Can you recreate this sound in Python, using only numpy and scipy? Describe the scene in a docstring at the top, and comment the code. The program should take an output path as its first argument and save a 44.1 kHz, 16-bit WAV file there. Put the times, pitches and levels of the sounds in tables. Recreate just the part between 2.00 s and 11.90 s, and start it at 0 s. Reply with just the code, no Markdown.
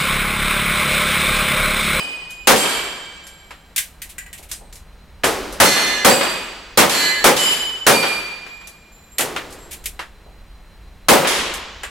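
"""Pistol and steel plates in an indoor range

Filtered-noise blasts excite a boomy booth and a long hall; plates downrange ring as fluttering modes.
A magazine clatters, the gun is reloaded, spent cases tinkle and a wooden partition bangs twice.
Steady ventilation air hisses over a deep noise rumble that swells as the microphone is moved and handled.
Loud sounds overload the microphone and pull its gain down."""
import sys
import numpy as np
from scipy import signal
from scipy.fft import rfft, irfft, next_fast_len
from scipy.io import wavfile
from scipy.ndimage import uniform_filter1d, minimum_filter1d

SR = 44100
rng = np.random.default_rng(int(sys.argv[2]) if len(sys.argv) > 2 else 0)


def wav_record(signal):
    """Record a signal, one row per channel, as 16-bit PCM in the file named by sys.argv[1]."""
    frames = np.transpose(np.atleast_2d(signal))
    bounded = np.clip(frames, -1, 1)
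    # unit amplitude maps onto the largest positive 16-bit level
    quanta = np.round(bounded * 32767).astype(np.int16)
    wavfile.write(sys.argv[1], SR, quanta)


N = 436570
TIME = np.arange(2 * SR) / SR  # time axis of one event, s

# low thud of a hard contact: pitch_hz, level_db per Hz
KNOCK = [(40, -17), (200, -7), (450, 1), (850, -0.5), (1800, -29.5), (16000, -48.5)]
# modes of each steel plate: pitch_hz, level_db
PLATE_A = [(2478, -23), (2950, -32.5), (3082, -35), (4570, -41), (4947, -38), (8093, -36)]
PLATE_B = [(1600, -34), (2301, -28), (3115, -24.5), (3250, -32), (4630, -30), (7200, -33), (7610, -26.5),
           (8200, -31)]
PLATE_C = [(1701, -19), (1801, -21.5), (2041, -15), (2450, -23), (2888, -22), (3568, -18.5), (4081, -23.5),
           (4181, -24.5), (4245, -16), (4439, -19.5), (5281, -27), (5706, -30), (5781, -22.5),
           (6007, -25.5), (6528, -23), (7515, -24.5), (8753, -29)]
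PLATE_D = [(2497, -21), (2910, -26), (4680, -17.5), (7655, -19.5), (8280, -23.5)]
PLATE_E = [(1686, -17), (1792, -21.5), (2030, -15.5), (2364, -25), (3004, -22.5), (4059, -18),
           (4155, -20.5), (4421, -17), (4727, -26), (6078, -30), (6980, -26.5), (7432, -25), (7792, -30)]
PLATE_F = [(3010, -16.5), (4860, -35), (5040, -33.5), (7110, -29.5), (7525, -29.5), (8060, -44)]
PLATE_G = [(2405, -18.5), (4606, -23.5), (8080, -34)]
# plate mounting: Doppler spread (share of pitch), time until damped (s), strength of the reflections
HANGING, TOPPLING = (0.016, 3.1, 2.02), (0.012, 0.79, 0.88)


def amp(db):
    """Decibels to gain."""
    return 10 ** (np.asarray(db) / 20)


def unit(x):
    """Scale to rms 1."""
    return x / np.sqrt(np.mean(x ** 2) + 1e-20)


def along(points, hz):
    """Read (Hz, value) points on a log frequency axis."""
    f, v = np.transpose(points)
    return np.interp(np.log(hz + 1), np.log(f), v)


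def fade(t60, t=TIME):
    """Exponential decay by 60 dB in t60 seconds."""
    return np.exp(-np.log(1000) * t / np.maximum(t60, 1e-3))


def swell(rise):
    """Onset with a time constant in seconds."""
    return 1 - np.exp(-TIME / max(rise, 1e-5))


def add(track, s, sound):
    """Mix a sound into the track at a time in seconds, cutting what lies outside."""
    start = round(s * SR)
    a, b = max(start, 0), min(start + sound.shape[1], N)
    if b > a:
        track[:, a:b] += sound[:, a - start:b - start]


def noise(spectrum, side_db, size=len(TIME)):
    """Coloured stereo noise of rms 1; side_db sets its width."""
    m = next_fast_len(size)
    colour = amp(along(spectrum, np.fft.rfftfreq(m, 1 / SR)))
    white = rng.standard_normal((2, m))
    mid, side = irfft(rfft(white) * colour, m)[:, :size]
    side = amp(side_db) * side
    return unit(np.array([mid + side, mid - side]))


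def dying(x, t60s):
    """Let each frequency die at its own speed."""
    hz, t, z = signal.stft(x, SR, nperseg=256)
    decay = fade(along(t60s, hz)[:, None], t)
    return signal.istft(z * decay, SR, nperseg=256)[1][:, :x.shape[1]]


def ring(hz, t60, width_hz, scatter):
    """One mode: a clean direct tone at first, fluttering ever more as wall reflections gather around it."""
    gather_beats = 3.8  # time constant of the gathering, in flutters
    wall_side_db, flutter_knee = -1.5, 0.64  # width of the reflections; softness of the peak levelling
    t = TIME[:int(min(t60 * 1.2, 2) * SR)]
    # slow complex noise: one strand common to both ears, one opposed between them
    knots = rng.standard_normal((2, 1024, 2)) @ [1, 1j]
    shared, apart = (np.interp(t * width_hz, np.arange(len(k)), k) for k in knots)
    wet = scatter * (1 - np.exp(-t * width_hz / gather_beats))
    reflections = shared + amp(wall_side_db) * np.array([apart, -apart])
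    field = (1 + wet * reflections) / np.sqrt(1 + 2 * wet ** 2)
    tone = np.real(field * np.exp(2j * np.pi * (hz * t + rng.random())))
    tone = tone / np.sqrt(np.abs(field) + flutter_knee)  # evens out the flutter's peaks
    decay = fade(t60, t)
    return unit(tone * decay) * np.sqrt(np.mean(decay ** 2))


def gunfire():
    """A sharp blast fills the booth, its panels build up a boom, the long hall answers and echoes."""
    # shots: start_s, blast level_db, room drive_db, boom t60_s, far-wall slap level_db
    shots = [(-.22, -16.5, -10, 0.23, -39), (.471, 12.5, 1, 0.32, -14), (3.6, 13.5, 3, 0.24, -13.5),
             (4.046, 10, 0, 0.37, -10.5), (4.773, 12.5, 1, 0.3, -16), (5.241, 13, -1, 0.34, -18),
             (5.865, 11.5, -3, 0.37, -11), (9.084, 12.5, 4, 0.37, -10)]
    # spectra of the blast, the booth's boom, the hall's tail and the echo: pitch_hz, level_db per Hz
    blast_spectrum = [(30, -22), (100, -11), (250, -1), (600, 2), (1200, 3), (2500, -2.5), (5000, -6.5),
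                      (10000, -6.5), (16000, -15)]
    boom_spectrum = [(30, -34.5), (100, -36.5), (145, -7.5), (220, -3.5), (298, -4.5), (350, -5.5),
                     (470, 1), (575, 4.5), (650, -8.5), (760, -0.5), (1500, -12), (16000, -27.5)]
    hall_spectrum = [(30, -18), (100, -6), (180, 4.5), (450, 5), (700, 1), (1050, 3.5), (2000, 0),
                     (3200, -3), (6000, -18), (10000, -1), (16000, -8.5)]
    echo_spectrum = [(100, -22.5), (400, 5.5), (1400, 2.5), (3200, -2), (6000, -14), (16000, -38.5)]
    # decay of booth and hall: pitch_hz, t60_s
    booth_t60s = [(100, 0.37), (600, 0.23), (3000, 0.24), (16000, 0.17)]
    hall_t60s = [(100, 0.87), (500, 1.283), (2500, 1.447), (6000, 1.88), (10000, 0.31), (16000, 0.41)]
    boom_db, hall_db, echo_db = 8, -11.5, -16.5  # over the room drive
    echo_delay_s, slap_t60_s, echo_rise_s, echo_t60_s = 0.164, 0.29, 0.2, 0.76
    out = np.zeros((2, N))
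    for s, blast_db, room_db, boom_t60, slap_db in shots:
        blast = dying(noise(blast_spectrum, side_db=-6.0), booth_t60s) * swell(0.014)
        boom = noise(boom_spectrum, side_db=-6.5) * swell(0.016) ** 2 * fade(boom_t60)
        hall = dying(noise(hall_spectrum, side_db=-12.5), hall_t60s) * swell(0.024)
        room = amp(boom_db) * boom + amp(hall_db) * hall
        add(out, s, amp(blast_db) * blast + amp(room_db) * room)
        # the far wall's slap, with reflections from downrange swelling behind it
        slap = amp(slap_db) * fade(slap_t60_s)
        downrange = amp(room_db + echo_db) * swell(echo_rise_s) * fade(echo_t60_s)
        add(out, s + echo_delay_s, noise(echo_spectrum, side_db=-5.0) * (slap + downrange))
    return out


def targets():
    """Bullets splash; Doppler shift spreads moving plates' modes, high ones speak and die sooner."""
    # hits: start_s, splash level_db, ring level_db, ring t60_s and build-up_s at 3 kHz, mounting, modes
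    # (the last target does not ring)
    hits = [(-.1, -30, 0, 1.65, 0.015, HANGING, PLATE_A), (.56, -12, 1.5, 1.65, 0.02, HANGING, PLATE_B),
            (3.648, -9, -3, 1.81, 0.01, TOPPLING, PLATE_C),
            (4.088, -14.5, -1.5, 1.2, 0.011, HANGING, PLATE_D),
            (4.895, -12.5, -3.5, 2.2, 0.063, TOPPLING, PLATE_E),
            (5.365, -12.5, 5.5, 1.41, 0.046, HANGING, PLATE_F),
            (5.922, -15.5, 3.5, 1.34, 0.013, HANGING, PLATE_G), (9.272, -13, 0, 1, 1, TOPPLING, [])]
    # bullet splash: pitch_hz, level_db per Hz
    splash_spectrum = [(100, -39.5), (500, -29), (1200, -3), (3000, 5), (6000, 0), (11000, -1.5),
                       (16000, -19)]
    # splash decay: pitch_hz, t60_s
    splash_t60s = [(2500, 1), (14000, 0.46)]
    plate_pan_db = -3  # left minus right
    strike_flash, flash_t60_s = 0.86, 0.67  # extra loudness of a fresh strike, in proportion to pitch
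    shimmer_db = -18  # each top mode against the splash
    out = np.zeros((2, N))
    sides = amp([[plate_pan_db / 2], [-plate_pan_db / 2]])
    for s, splash_db, ring_db, t60, bloom_s, (spread, damped_s, scatter), modes in hits:
        splash = dying(noise(splash_spectrum, side_db=-3.0), splash_t60s)
        add(out, s, amp(splash_db) * splash * (1 + 0.27 * fade(0.19)))
        damping = np.exp(-(TIME / damped_s) ** 4)  # a toppled plate soon falls silent
        for hz, mode_db in modes:
            height = hz / 3000
            tone = ring(hz, t60 * height ** -.3, width_hz=spread * hz, scatter=scatter)
            onset = swell(bloom_s / np.sqrt(height)) ** 2
            flash = 1 + strike_flash * height * fade(flash_t60_s)
            envelope = onset * flash * damping
            add(out, s, amp(ring_db + mode_db) * sides * tone * envelope[:tone.shape[1]])
        if modes:
            add(out, s, amp(splash_db + shimmer_db) * sides * shimmer(spread, bloom_s))
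    return out


def shimmer(spread, bloom_s):
    """A plate's crowded top modes blend into a short metallic wash."""
    pitches_hz = rng.uniform(7740, 13050, size=20)
    wash = sum(ring(hz, 0.75, width_hz=spread * hz, scatter=1.8) for hz in pitches_hz)
    return wash * swell(bloom_s)[:wash.shape[1]]


def partition():
    """A hard strike on the wood, then a hollow bang that lingers in the hall."""
    # bangs: start_s, panel level_db, strike level_db
    bangs = [(3.241, -20.5, -13), (7.192, -26, -21)]
    # hollow wooden panel: pitch_hz, level_db per Hz
    panel_spectrum = [(60, -15), (170, -7.5), (400, 2.5), (650, -4.5), (1500, -9), (5000, -18),
                      (16000, -34)]
    strike_mix_db = (0, -1.5, -3)  # knock, clack, tick
    panel_t60_s, strike_t60_s = 1.54, 0.37
    out = np.zeros((2, N))
    for s, panel_db, strike_db in bangs:
        add(out, s, amp(strike_db) * blow(strike_mix_db, strike_t60_s))
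        panel = noise(panel_spectrum, side_db=-11.5) * swell(0.0018) * fade(panel_t60_s)
        add(out, s, amp(panel_db) * panel)
    return out


def handling():
    """One hollow magazine bounces, another slides home, and parts of the gun click and clack."""
    # bounces and knocks of a hollow magazine: start_s, rattle level_db, ring level_db
    bounces = [(1.761, -14.5, -40), (1.779, -11.5, -26), (2.018, -25.5, -35), (2.182, -30, -29),
               (2.262, -44, -42), (2.329, -31, -33.5), (7.183, -12.5, -27), (7.207, -14.5, -25),
               (9.833, -36, -24.5)]
    # dry scrapes and snaps of a magazine, on the floor or sliding home: start_s, level_db, rise_s
    scrapes = [(2.09, -26.5, 0.012), (2.376, -31.5, 0.0057), (2.425, -31.5, .008), (2.486, -27, .02),
               (7.708, -20, 0.014), (7.729, -27, .002), (7.839, -33.5, .001), (7.857, -17.5, .0005)]
    # sharp clicks of small steel and brass parts: start_s, level_db
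    clicks = [(0.3055, -22.5), (1.267, -22.5), (2.514, -8.5), (2.7262, -23.5), (2.755, -23.5), (3.524, -18),
              (6.6714, -20.5), (7.505, -28), (7.5242, -23), (9.538, -12)]
    # duller clacks of gun and gear: start_s, level_db
    clacks = [(1.507, -24.5), (3.235, -6), (6.464, -28), (6.612, -33.5), (7.362, -11), (7.992, -15.5),
              (9.833, -17.5)]
    # magazine rattle: pitch_hz, level_db per Hz
    rattle_spectrum = [(150, -48), (1200, -15), (2300, 4), (5200, -2.5), (8000, 2.5), (13000, 0),
                       (16000, -12)]
    # modes of the magazine's hollow body: pitch_hz, level_db
    shell_modes = [(1620, -10), (1960, -2), (2360, -10), (2650, -12), (2950, -11), (7150, -14), (8200, -12)]
    rattle_t60_s, shell_t60_s, scrape_t60_s, click_t60_s, clack_t60_s = 0.16, 0.21, 0.12, 0.17, 0.19
    shell_vary_db = 4  # each blow favours other modes
    click_mix_db, clack_mix_db = (-34, -52, -12.5), (-18.5, -6.5, -21)  # knock, clack, tick
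    out = np.zeros((2, N))
    for s, db, ring_db in bounces:
        add(out, s, amp(db) * contact(rattle_spectrum, rattle_t60_s, snap_db=-15))
        for hz, mode_db in shell_modes:
            level_db = ring_db + mode_db + rng.normal(0, shell_vary_db)
            add(out, s, amp(level_db) * ring(hz, shell_t60_s, width_hz=320, scatter=2))
    for s, db, rise in scrapes:
        scrape = contact(rattle_spectrum, scrape_t60_s, snap_db=-5)
        add(out, s, amp(db) * scrape * swell(rise)[:scrape.shape[1]])
    for s, db in clicks:
        add(out, s, amp(db) * blow(click_mix_db, click_t60_s))
    for s, db in clacks:
        add(out, s, amp(db) * blow(clack_mix_db, clack_t60_s))
    return out


def blow(mix_db, t60):
    """A hard contact: a low knock, a mid clack and a high tick together."""
    # mid clack and high tick: pitch_hz, level_db per Hz
    clack_spectrum = [(100, -29), (600, -6.5), (1300, 4), (3200, -3), (6000, -16.5), (16000, -42)]
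    tick_spectrum = [(200, -38.5), (1500, -1), (4000, 1.5), (8000, 4.5), (12000, 1), (16000, -15.5)]
    bands = zip(mix_db, (KNOCK, clack_spectrum, tick_spectrum))
    return sum(amp(db) * contact(spectrum, t60, snap_db=-8) for db, spectrum in bands)


def contact(spectrum, t60, snap_db):
    """A short snap of noise followed by its reflections in the booth."""
    t = TIME[:SR // 2]
    near = amp(-10) * fade(0.016, t)  # the nearest walls answer first
    booth = amp(-2.5) * fade(t60, t)
    tail = amp(-27.5) * fade(0.48, t)
    reflections = (near + booth + tail) * swell(0.00072)[:len(t)]
    snap = amp(snap_db) * fade(0.0018, t)
    return noise(spectrum, side_db=-8, size=len(t)) * (reflections + snap)


def brass():
    """Ejected cases and small metal parts ring in two modes."""
    # tinkles: start_s, lower pitch_hz, upper pitch_hz, level_db, t60_s
    cases = [(0.298, 7260, 11700, -48, 1.5), (1.238, 7520, 11330, -48, 1.7),
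             (2.513, 8170, 10640, -39.5, 0.49), (6.472, 7380, 11500, -54, 3),
             (6.92, 7240, 11950, -52.5, 2.7), (7.119, 7500, 11470, -47.5, 1.6),
             (7.589, 7600, 11380, -47, 1.1), (9.835, 7360, 11360, -55, 0.56)]
    upper_db = -9  # second mode against the first
    out = np.zeros((2, N))
    for s, lower_hz, upper_hz, db, t60 in cases:
        for hz, mode_db in (lower_hz, 0), (upper_hz, upper_db):
            add(out, s, amp(db + mode_db) * ring(hz, t60, width_hz=160, scatter=1.3))
    return out


def footsteps():
    """Shoes knock softly on the floor as the shooter changes position: low noise contacts."""
    # steps: start_s, level_db before the trim
    steps = [(2.393, -37.5), (2.61, -35), (8.262, -37)]
    trim_db, step_t60_s = -6.5, 0.36
    out = np.zeros((2, N))
    for s, db in steps:
        add(out, s, amp(db + trim_db) * contact(KNOCK, step_t60_s, snap_db=-16.5))
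    return out


def air_and_rumble():
    """Steady extractor air with a faint whine; below it, noise swells as the microphone is moved."""
    # background noise, deep rumble and air together: pitch_hz, level_db per Hz
    background_spectrum = [(22, -9.5), (42, 1), (65, -6), (120, -18), (175, -10.5), (260, -18.5),
                           (700, -20), (2300, -25), (6000, -37), (16000, -43.5)]
    # deep rumble: time_s, level_db before the trim
    rumble_points = [(0.0, -58.5), (0.55, -49.5), (1.21, -58), (2.42, -47), (3.06, -48), (3.5, -42.5),
                     (3.61, -51), (6.86, -57.5), (7.72, -46.5), (9.9, -46)]
    split_hz, rumble_trim_db, air_db = 95.5, 6, -47.5  # rumble below the split, steady air above
    t = np.arange(N) / SR
    background = noise(background_spectrum, side_db=-19, size=N)
    low_pass = signal.butter(4, split_hz, "low", fs=SR, output="sos")
    high_pass = signal.butter(4, split_hz, "high", fs=SR, output="sos")
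    rumble = signal.sosfilt(low_pass, background)
    air = signal.sosfilt(high_pass, background)
    whine = noise([(3860, -60), (4060, 3), (4260, -61)], side_db=1.0, size=N)
    rumble_db = np.interp(t, *np.transpose(rumble_points)) + rumble_trim_db
    return amp(rumble_db) * rumble + amp(air_db) * (air + amp(-15.5) * whine)


def scene():
    """Everything heard at the microphone."""
    return gunfire() + targets() + partition() + handling() + brass() + footsteps() + air_and_rumble()


def saturate(x, top_db):
    """Soft clipping at a ceiling."""
    return x / (1 + (x / amp(top_db)) ** 4) ** (1 / 4)


def gain_control(x, limit_db, hold, release_db):
    """The gain drops at once above the limit, holds (s), then recovers by release_db a second."""
    power = np.abs(uniform_filter1d(np.mean(x ** 2, axis=0), SR // 250))
    need = np.minimum(limit_db - 10 * np.log10(power + 1e-12), 0)
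    half = int(hold * SR / 2)
    held = minimum_filter1d(need, 2 * half + 1, origin=half)  # looks back only
    ramp = release_db * np.arange(N) / SR
    gain_db = np.minimum.accumulate(held - ramp) + ramp
    return x * amp(gain_db)


def record(dry):
    """The microphone overloads, the gain ducks, and the band ends steeply."""
    lag_hz, top_hz = 1965, 16000  # corner of the phase lag, end of the band
    x = saturate(dry, top_db=4.5)
    # the preamplifier's phase lag turns flattened crests back into ragged peaks
    pole = np.exp(-2 * np.pi * lag_hz / SR)
    x = signal.lfilter([-pole, 1], [1, -pole], x)
    x = gain_control(x, limit_db=-6.0, hold=0.074, release_db=43.5)
    x = saturate(x, top_db=0)
    band_limit = signal.ellip(10, .1, 70, top_hz, fs=SR, output="sos")
    return signal.sosfilt(band_limit, x)


dry = scene()
out = record(dry)
wav_record(out)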